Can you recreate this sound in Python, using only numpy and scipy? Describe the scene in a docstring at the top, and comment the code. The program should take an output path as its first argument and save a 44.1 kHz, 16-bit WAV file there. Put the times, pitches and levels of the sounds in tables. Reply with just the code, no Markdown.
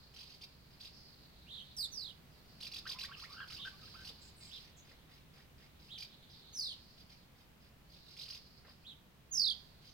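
"""Martins wheel over a gravel court beside a stone house, heard in stereo on a still day.
Close to the microphone they give falling, fluttering alarm whistles, arched chirps, buzzy rasps
made of fast upsweeps and a soft low twitter; further off are thin peeps. The gravel scuffs faintly.
The wall and a far tree line throw the calls back, their echo lingers as a shimmer, and distant
traffic hums underneath."""
import sys
import numpy as np
from scipy import signal
from scipy.fft import rfft, irfft, next_fast_len
from scipy.io import wavfile

SR = 44100
rng = np.random.default_rng(int(sys.argv[2]) if len(sys.argv) > 2 else 0)


def store_wav(level_fs):
    """Save 16-bit WAV to argv[1]."""
    pcm = np.round(np.clip(np.atleast_2d(level_fs), -1, 1) * 32767)
    wavfile.write(sys.argv[1], SR, pcm.T.astype(np.int16))


N = 437913
TIME = np.arange(N) / SR


def from_db(db):
    """Decibels to gain."""
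    return 10 ** (np.asarray(db) / 20)


def rms_one(x):
    """Scale to unit power."""
    return x / np.sqrt(np.mean(x ** 2) + 1e-20)


def at_hz(points, hz):
    """Read a spectrum table on a log-frequency axis."""
    table = np.array(points)
    return np.interp(np.log(np.maximum(hz, 1)), np.log(table[:, 0]), table[:, 1])


def noise(spectrum, size=N):
    """Noise of a given colour, unit power."""
    padded = next_fast_len(size)
    colour = from_db(at_hz(spectrum, np.fft.rfftfreq(padded, 1 / SR)))
    return rms_one(irfft(rfft(rng.standard_normal(padded)) * colour, padded)[:size])


def wander(t, per_s):
    """Smooth chance that takes a new value per_s times a second."""
    knots = rng.standard_normal(2048)
    return np.interp((t - t[0]) * per_s, np.arange(len(knots)), knots)


def span(start, length):
    """The sample times of one call."""
    return TIME[int(start * SR):][:max(int(length * SR), 32)]


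def fades(t, edge_s):
    """Soft start and end."""
    return np.sin(np.pi / 2 * np.clip(np.minimum(t - t[0], t[-1] - t) / edge_s, 0, 1)) ** 2


def envelope(t, attack_s, release_s=.025):
    """Straight attack, hold, straight release."""
    return np.minimum((t - t[0]) / attack_s, 1) * np.minimum((t[-1] - t) / release_s, 1)


def phase_of(hz):
    """Running phase of a moving pitch."""
    return 2 * np.pi * np.cumsum(hz) / SR


def add(out, t, sound, pan_db, send_db=0, lag_s=0):
    """Place a sound in stereo: out[0] goes straight to the microphone, out[1] to the walls."""
    sides, send = rms_one(from_db([pan_db / 2, -pan_db / 2])), from_db(send_db)
    for channel, at in enumerate([round(t[0] * SR), round((t[0] + lag_s) * SR)]):
        placed = sound * sides[channel] / np.sqrt(1 + send ** 2 / 2)
        out[0, channel, at:at + len(t)] += placed
        out[1, channel, at:at + len(t)] += placed * send


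# Distant traffic and open air. Each row: frequency in Hz, relative level in dB.
AIR_SPECTRUM = [(20, -6.5), (35, -8), (50, -0.5), (67, 1.5), (105, -6), (140, -0.5), (180, -4), (300, -12),
                (600, -16), (1500, -20), (3000, -21.5), (7500, -32.5), (10000, -33.5), (15500, -28.5)]
# The background's rise and fall. Each row: time in seconds, level in dB before gain_db.
AIR_LEVEL = [(0.0, -64.5), (4.12, -61.5), (4.17, -63), (9.29, -65), (9.37, -62), (9.93, -65)]
# Its width at the microphone. Each row: frequency in Hz, left-right likeness from 0 to 1.
AIR_LIKENESS = [(30, 0.88), (140, 0.87), (350, 0.44), (700, 0.24), (2000, 0), (8000, 0)]


def open_air(gain_db=2.5, pan_db=-1.5):
    """Far traffic hums almost alike in both channels, under a thin, wide hiss."""
    size = next_fast_len(N)
    hz = np.fft.rfftfreq(size, 1 / SR)
    alike = at_hz(AIR_LIKENESS, hz)
    mid, side = rfft(rng.standard_normal((2, size)))
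    pair = np.sqrt(1 + alike) * mid + np.sqrt(1 - alike) * side * [[1], [-1]]
    pair *= from_db(at_hz(AIR_SPECTRUM, hz) + pan_db / 2 * alike * [[1], [-1]])
    level_db = gain_db + np.interp(TIME, *np.transpose(AIR_LEVEL))
    return rms_one(irfft(pair, size)[:, :N]) * from_db(level_db)


# The calls' echo hanging over the court. Each row: time in seconds, centre pitch in Hz, level in dB.
LINGERING_ECHO = [(0, 4450, -68), (.78, 4460, -72.5), (0.952, 4880, -61.5), (1.299, 4240, -66.5),
                  (1.7, 3901, -62.5), (2.25, 4190, -87), (2.5, 4620, -66.5), (4.199, 4485, -64),
                  (4.801, 3644, -71.5), (5.55, 3880, -83.5), (6.099, 3765, -68), (6.45, 3845, -62.5),
                  (6.998, 4740, -66.5), (7.548, 4360, -125), (7.95, 4340, -65.5), (8.5, 4646, -65.5),
                  (9.15, 4228, -87.5), (9.93, 4170, -69)]


def lingering_echo(width_hz=480, flicker_db=2, buzz_db=2, pan_db=-3):
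    """The calls ring on in a shimmering band of noise whose pitch drifts."""
    times, hz, db = np.transpose(LINGERING_ECHO)
    lowpass = signal.butter(2, width_hz, fs=SR, output="sos")
    blur = signal.sosfilt(lowpass, rng.standard_normal((2, 2, N)))
    band = np.real((blur[0] + 1j * blur[1]) * np.exp(1j * phase_of(np.interp(TIME, times, hz))))
    level_db = np.interp(TIME, times, db) + flicker_db * wander(TIME, 22) + buzz_db * wander(TIME, 110)
    return rms_one(band * from_db([[pan_db / 2], [-pan_db / 2]])) * from_db(level_db)


# Short buzzy sounds: rasps, and two alarm echoes thrown back from the trees (at 7.091 and 9.817 s).
# Each row: start in seconds, length in seconds, level in dB.
BUZZES = [ (0.138, 0.1, -54), (.227, 0.14, -59.5), (0.41, 0.036, -51), (0.703, .051, -66.5),
          (0.8, 0.091, -53), (2.604, .087, -47.5), (2.715, 0.086, -46.5), (2.868, 0.084, -44.5),
          (2.986, 0.077, -44.5), (3.169, .093, -52.5), (3.293, 0.057, -54.5), (3.475, 0.11, -50.5),
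          (3.647, 0.052, -54), (3.805, 0.1, -58.5), (3.914, 0.2, -59), (4.046, 0.051, -49.5),
          (4.185, .13, -64.5), (4.402, 0.25, -57.5), (5.791, 0.13, -65), (5.978, 0.076, -48.5),
          (6.973, 0.054, -62), (7.091, 0.052, -61), (7.89, 0.11, -64.5), (8.057, .1, -61),
          (8.166, 0.11, -50), (8.281, 0.1, -49.5), (8.661, 0.072, -64), (9.817, 0.085, -62), ]
# A far bird repeats a rasp at an even pace. Each row: start and latest repeat in seconds,
# starting pitch in Hz, level in dB, left over right in dB.
FAR_BOUTS = [(4.603, 5.7, 1755, -65.5, -2), (7.354, 7.7, 2204, -70.5, -5)]


def buzzes(from_hz=2440, single_pan_db=-3.5, pace_s=.243, bout_rasp_s=.095):
    """List the single buzzy sounds, then every rasp in the far bouts."""
    calls = [(start, length, from_hz, db, single_pan_db) for start, length, db in BUZZES]
    for start, end, hz, db, pan_db in FAR_BOUTS:
        count = int((end - start) / pace_s) + 1
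        calls += [(start + k * pace_s, bout_rasp_s, hz, db, pan_db) for k in range(count)]
    return calls


# How throat and beak pass a rasp's partials. Each row: frequency in Hz, gain in dB.
BEAK_RESPONSE = [(1500, 4.5), (2400, 0), (3300, -2.5), (4100, 0.5), (4700, -2), (5300, 1), (6500, -15.5),
                 (9000, -15), (13000, -19), (16000, -10)]
# The hiss in a rasp. Each row: frequency in Hz, relative level in dB.
RASP_HISS = [(1000, -3.5), (2400, -4), (4700, 11.5), (5500, -9), (6800, -13), (12000, -1), (15000, -11),
             (16000, -30)]


def rasps(sweep_s=.0215, rise_share=.62, top_ratio=2.25, waver=.11, rough=.085, hiss_db=-8,
          swell_db=5, uneven_db=-1.5, ring_hz=4850, near_db=-46):
    """Both sides of the syrinx shoot rough upsweeps through the beak, which rings on.
    The two alarm echoes from the trees get the same buzz."""
    out, hiss = np.zeros((2, 2, N)), noise(RASP_HISS)
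    beak_ring = signal.iirpeak(ring_hz, Q=9, fs=SR)
    for start, length, low_hz, db, pan_db in buzzes():
        t = span(start, length)
        age = t - t[0]
        sweeps = age / sweep_s + .1 * wander(t, 45) * np.minimum(age / .02, 1)
        rise = np.minimum(sweeps % 1 / rise_share, 1)
        tone = 0
        for _ in range(2):   # each side wavers on its own
            pitch = low_hz * (1 + (top_ratio - 1) * rise ** 1.4) * (1 + waver * wander(t, 300))
            phase = phase_of(pitch * (1 + rough * wander(t, 2200)))
            for k in range(1, 5):
                gain = from_db(at_hz(BEAK_RESPONSE, k * pitch)) / np.sqrt(k)
                tone += gain * np.sin(k * phase) * (k * pitch < SR / 2)
        pulses = .25 + .75 * np.abs(np.sin(np.pi * rise ** 1.2)) ** .5
        swell = from_db(swell_db * np.sin(np.pi * age / length) + uneven_db * wander(t, 110))
        breath = from_db(hiss_db) * hiss[round(t[0] * SR):][:len(t)]
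        voice = (rms_one(tone) + breath) * pulses * swell
        voice += from_db(2) * signal.lfilter(*beak_ring, voice)
        send_db = np.clip(.98 * (near_db - db), 2, 10)   # faint ones are far off, with more echo
        add(out, t, from_db(db) * rms_one(voice * fades(t, .00044)), pan_db, send_db, lag_s=.00003)
    return out


# A whistling throat favours one pitch. Each row: frequency in Hz, gain in dB.
WHISTLE_THROAT = [(3000, -2), (4250, 2), (4850, 4), (5450, -6.5), (6500, -8), (7500, -3)]
# The hiss above a whistle. Each row: frequency in Hz, relative level in dB.
WHISTLE_HISS = [(2000, -40), (5000, 10), (7300, 12), (8800, 18), (12000, 8), (16000, -25)]


def whistle(t, glide_hz, flick_at, flick_s, flick_hz, hoarse, accent_db=-1, sharpness=3.1, build_s=.068):
    """Quick upward flicks grow on a gliding tone; returns it and its edge of overtones and hiss."""
    flick = np.abs(np.cos(np.pi * (t - flick_at) / flick_s)) ** (2 * sharpness)
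    flick *= np.minimum((t - t[0]) / build_s, 1)
    pitch = glide_hz + flick_hz * flick * (1 + .15 * wander(t, 45))   # flicks vary in height
    phase = phase_of(pitch * (1 + hoarse * wander(t, 915)))
    overtones = (np.sin(2 * phase) + from_db(-1) * np.sin(3 * phase)) * (1 - flick / 2)
    tone = rms_one(np.sin(phase)) * from_db(at_hz(WHISTLE_THROAT, pitch) + accent_db * flick)
    return tone, rms_one(overtones) + from_db(-4) * noise(WHISTLE_HISS, len(t))


# Contact chirps over the court. Each row: start and length in seconds, top of the arch in Hz,
# base level in dB, left over right in dB.
CHIRPS = [(1.456, .185, 3660, -49, -6), (3.559, .11, 3436, -48, -5.5), (4.499, 0.098, 3720, -50, -7),
          (5.882, 0.11, 3630, -49.5, -5.5), (8.834, 0.11, 3750, -52, -4)]


def chirps(rise_share=.35, edge_db=-25.5):
    """A hoarse whistle swells as it shoots up to its top pitch, then sinks back."""
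    out = np.zeros((2, 2, N))
    for start, length, top_hz, db, pan_db in CHIRPS:
        t = span(start, length)
        arch_hz = top_hz * np.interp((t - start) / length, [0, rise_share, 1], [.61, 1, .8])
        tone, edge = whistle(t, arch_hz, start, flick_s=.018, flick_hz=560, hoarse=.055)
        effort = from_db(db) * envelope(t, rise_share * length)
        add(out, t, (tone + from_db(edge_db) * edge) * effort, pan_db, send_db=2, lag_s=-.00005)
    return out


# Alarms close to the microphone. Each row: start and length in seconds, first and last glide pitch
# in Hz, base level in dB, attack in seconds, level change over the call in dB, moment of one flick
# in seconds, flick height in Hz, then flick accent, edge level, echo send and left over right,
# all in dB, and right-channel lag in seconds.
ALARMS = [ (1.764, 0.11, 5920, 3240, -41, 0.0033, 1.5, 2, 660, 1, -12.5, -0.5, -7, .00023),
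          (1.913, 0.22, 6650, 2750, -40.5, 0.018, -13, 2.012, 754, 1.5, -22.5, -1.5, -8.5, .00025),
          (6.525, .23, 6800, 2723, -33.5, 0.063, -17, 6, 1172, 3.5, -19.5, 0, -3, -.0002),
          (9.31, 0.23, 7020, 2967, -27, 0.032, -8, 10.6, 1282, -1.5, -27, -4, -8, .00021), ]


def alarms(bend=.85, flick_s=.0224, hoarse=.0184):
    """Each whistle flutters down about an octave, steepest at first; most weaken on the way."""
    out = np.zeros((2, 2, N))
    for (start, length, first_hz, last_hz, db, attack_s, change_db,
         flick_at, flick_hz, accent_db, edge_db, send_db, pan_db, lag_s) in ALARMS:
        t = span(start, length)
        progress = np.linspace(0, 1, len(t))
        glide_hz = first_hz * (last_hz / first_hz) ** (progress ** bend)
        tone, edge = whistle(t, glide_hz, flick_at, flick_s, flick_hz, hoarse, accent_db)
        effort = from_db(db + change_db * progress) * envelope(t, attack_s)
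        add(out, t, tone * effort, pan_db, send_db, lag_s)
        add(out, t, from_db(edge_db) * edge * effort, 0, send_db, lag_s)   # equally loud on both sides
    return out


# Upslurs of the twitter in the court. Each row: start in seconds, middle pitch in Hz, level in dB.
TWITTER_SLURS = [(2.853, 1477, -47.5), (3.036, 1703, -53), (3.108, 1500, -53), (3.221, 1222, -56.5),
                 (3.238, 1900, -55), (3.298, 1156, -60), (3.333, 1336, -57.5), (3.941, 1310, -57.5)]
# Its held notes. Each row: start and length in seconds, middle pitch in Hz, level in dB.
TWITTER_NOTES = [(2.94, .05, 1020, -62), (3.079, 0.045, 1140, -59.5), (3.125, 0.031, 2980, -53),
                 (3.355, 0.052, 1480, -53), (3.388, 0.0643, 1580, -48), (3.611, 0.049, 3720, -50.5),
                 (3.645, 0.049, 1586, -48), (3.956, 0.095, 1582, -62)]


def twitter_notes(slur_s=.0224, rise_octaves=.55, arch_octaves=.122,
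                  babble_from_s=2.89, babble_to_s=3.92, babble_hz=1160, babble_count=18):
    """List the slurs, the held notes and the soft babble that joins them up."""
    notes = [(start, slur_s, hz, db, rise_octaves, 0) for start, hz, db in TWITTER_SLURS]
    notes += [(*note, 0, arch_octaves) for note in TWITTER_NOTES]
    for k in range(babble_count):
        progress = (k + rng.random()) / babble_count
        start = babble_from_s + progress * (babble_to_s - babble_from_s)
        db = -64 - 2 * progress
        hz = babble_hz * 2 ** (.099 * rng.standard_normal())
        if k % 2:   # a slur so short that it ticks
            notes.append((start, .0123, hz * 2 ** (rise_octaves / 2), db, rise_octaves, 0))
        else:   # a low, dipping note
            notes.append((start, .036, hz, db, 0, -arch_octaves))
    return notes


def twitter(partials_db=(0, -9, -20)):
    """Short low slurs and arched notes, reedy and scratchy, just right of centre."""
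    out = np.zeros((2, 2, N))
    for start, length, hz, db, rise, arch in twitter_notes():
        t = span(start, length)
        along = np.linspace(-1, 1, len(t))
        pitch = hz * 2 ** (rise * along / 2 - arch * along ** 2)
        phase = phase_of(pitch * (1 + .06 * wander(t, 900)))
        tone = sum(from_db(level) * np.sin(k * phase) * (k * hz < 5500)
                   for k, level in enumerate(partials_db, 1))
        scratch = from_db(4.1 * wander(t, 305))
        add(out, t, from_db(db) * rms_one(tone * scratch * fades(t, .21 * length)), pan_db=-2)
    return out


# Birds further off. Each row: start and length in seconds, first pitch in Hz, base level in dB.
PEEPS = [(3.309, .08, 5100, -61), (4.203, .1, 7560, -60.5), (4.353, .15, 8500, -60.5),
         (4.758, 0.059, 6650, -54), (6.284, 0.13, 4970, -66)]


def peeps(octaves_per_s=-1.6):
    """Thin, high whistles sink a little and reach the microphone mostly as echo."""
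    out = np.zeros((2, 2, N))
    for start, length, first_hz, db in PEEPS:
        t = span(start, length)
        glide_hz = first_hz * 2 ** (octaves_per_s * (t - start))
        tone, _ = whistle(t, glide_hz, start, flick_s=.02, flick_hz=452, hoarse=.105)
        add(out, t, from_db(db) * tone * fades(t, .017), pan_db=-3, send_db=14)
    return out


# Faint scuffs on the gravel of the court. Each row: start and length in seconds, level in dB.
SCUFFS = [(4.099, 0.0081, -60.5), (4.893, 0.066, -72), (5.051, 0.1, -77), (5.348, 0.094, -72.5),
          (8.558, 0.22, -69.5)]
# The colour of the grit. Each row: frequency in Hz, relative level in dB.
GRAVEL_SPECTRUM = [(150, -23), (400, 8), (900, 3), (1700, 6.5), (3000, -3), (15000, -59)]


def gravel_scuffs():
    """Loose stones rub softly, centred between the channels."""
    out, grit = np.zeros((2, 2, N)), noise(GRAVEL_SPECTRUM)
    for start, length, db in SCUFFS:
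        t = span(start, length)
        rub = grit[round(t[0] * SR):][:len(t)] * from_db(5.5 * wander(t, 168.5))
        add(out, t, from_db(db) * rms_one(rub * fades(t, length / 2)), pan_db=0)
    return out


# Ground, wall and eaves near the microphone. Each row: typical echo delay in seconds, gain in dB.
EARLY_ECHOES = [(.0038, -7), (.0085, -11), (.0145, -15)]


def courtyard(paths, facade_t60=.27, tail_t60=.71, trees_s=.51, trees_spread_s=.033):
    """Early echoes, scatter from the facade, a thin open-air tail and a late blur from the trees."""
    direct, sent = paths
    t = TIME[:SR]
    facade = from_db(-60 * t / facade_t60) * (t > .002)
    tail = from_db(-60 * t / tail_t60) * (t > .02)
    late = np.maximum(t - trees_s, 0) / trees_spread_s
    trees = late * np.exp(-late)
    dulling = signal.butter(2, 7000, fs=SR, output="sos")   # air and leaves dull the scatter
    echoes = []
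    for channel in sent:
        scatter = sum(from_db(db) * rms_one(shape * rng.standard_normal(SR)) / np.sqrt(SR)
                      for db, shape in [(-7, facade), (-17, tail), (-28, trees)])
        response = signal.sosfilt(dulling, scatter)
        for delay, db in EARLY_ECHOES:
            response[int(delay * rng.uniform(.93, 1.07) * SR)] += from_db(db)
        echoes.append(signal.fftconvolve(channel, response)[:N])
    return direct + np.array(echoes)


def scene():
    """From a spot in the court: birds and scuffs with their echoes, over the far background."""
    birds = alarms() + chirps() + peeps() + rasps() + twitter()
    return courtyard(birds + gravel_scuffs()) + lingering_echo() + open_air()


def record(dry):
    """The microphone's signal is cut steeply above 15850 Hz."""
    return signal.sosfilt(signal.ellip(10, .1, 70, 15850, fs=SR, output="sos"), dry)


dry = scene()
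out = record(dry)
store_wav(out)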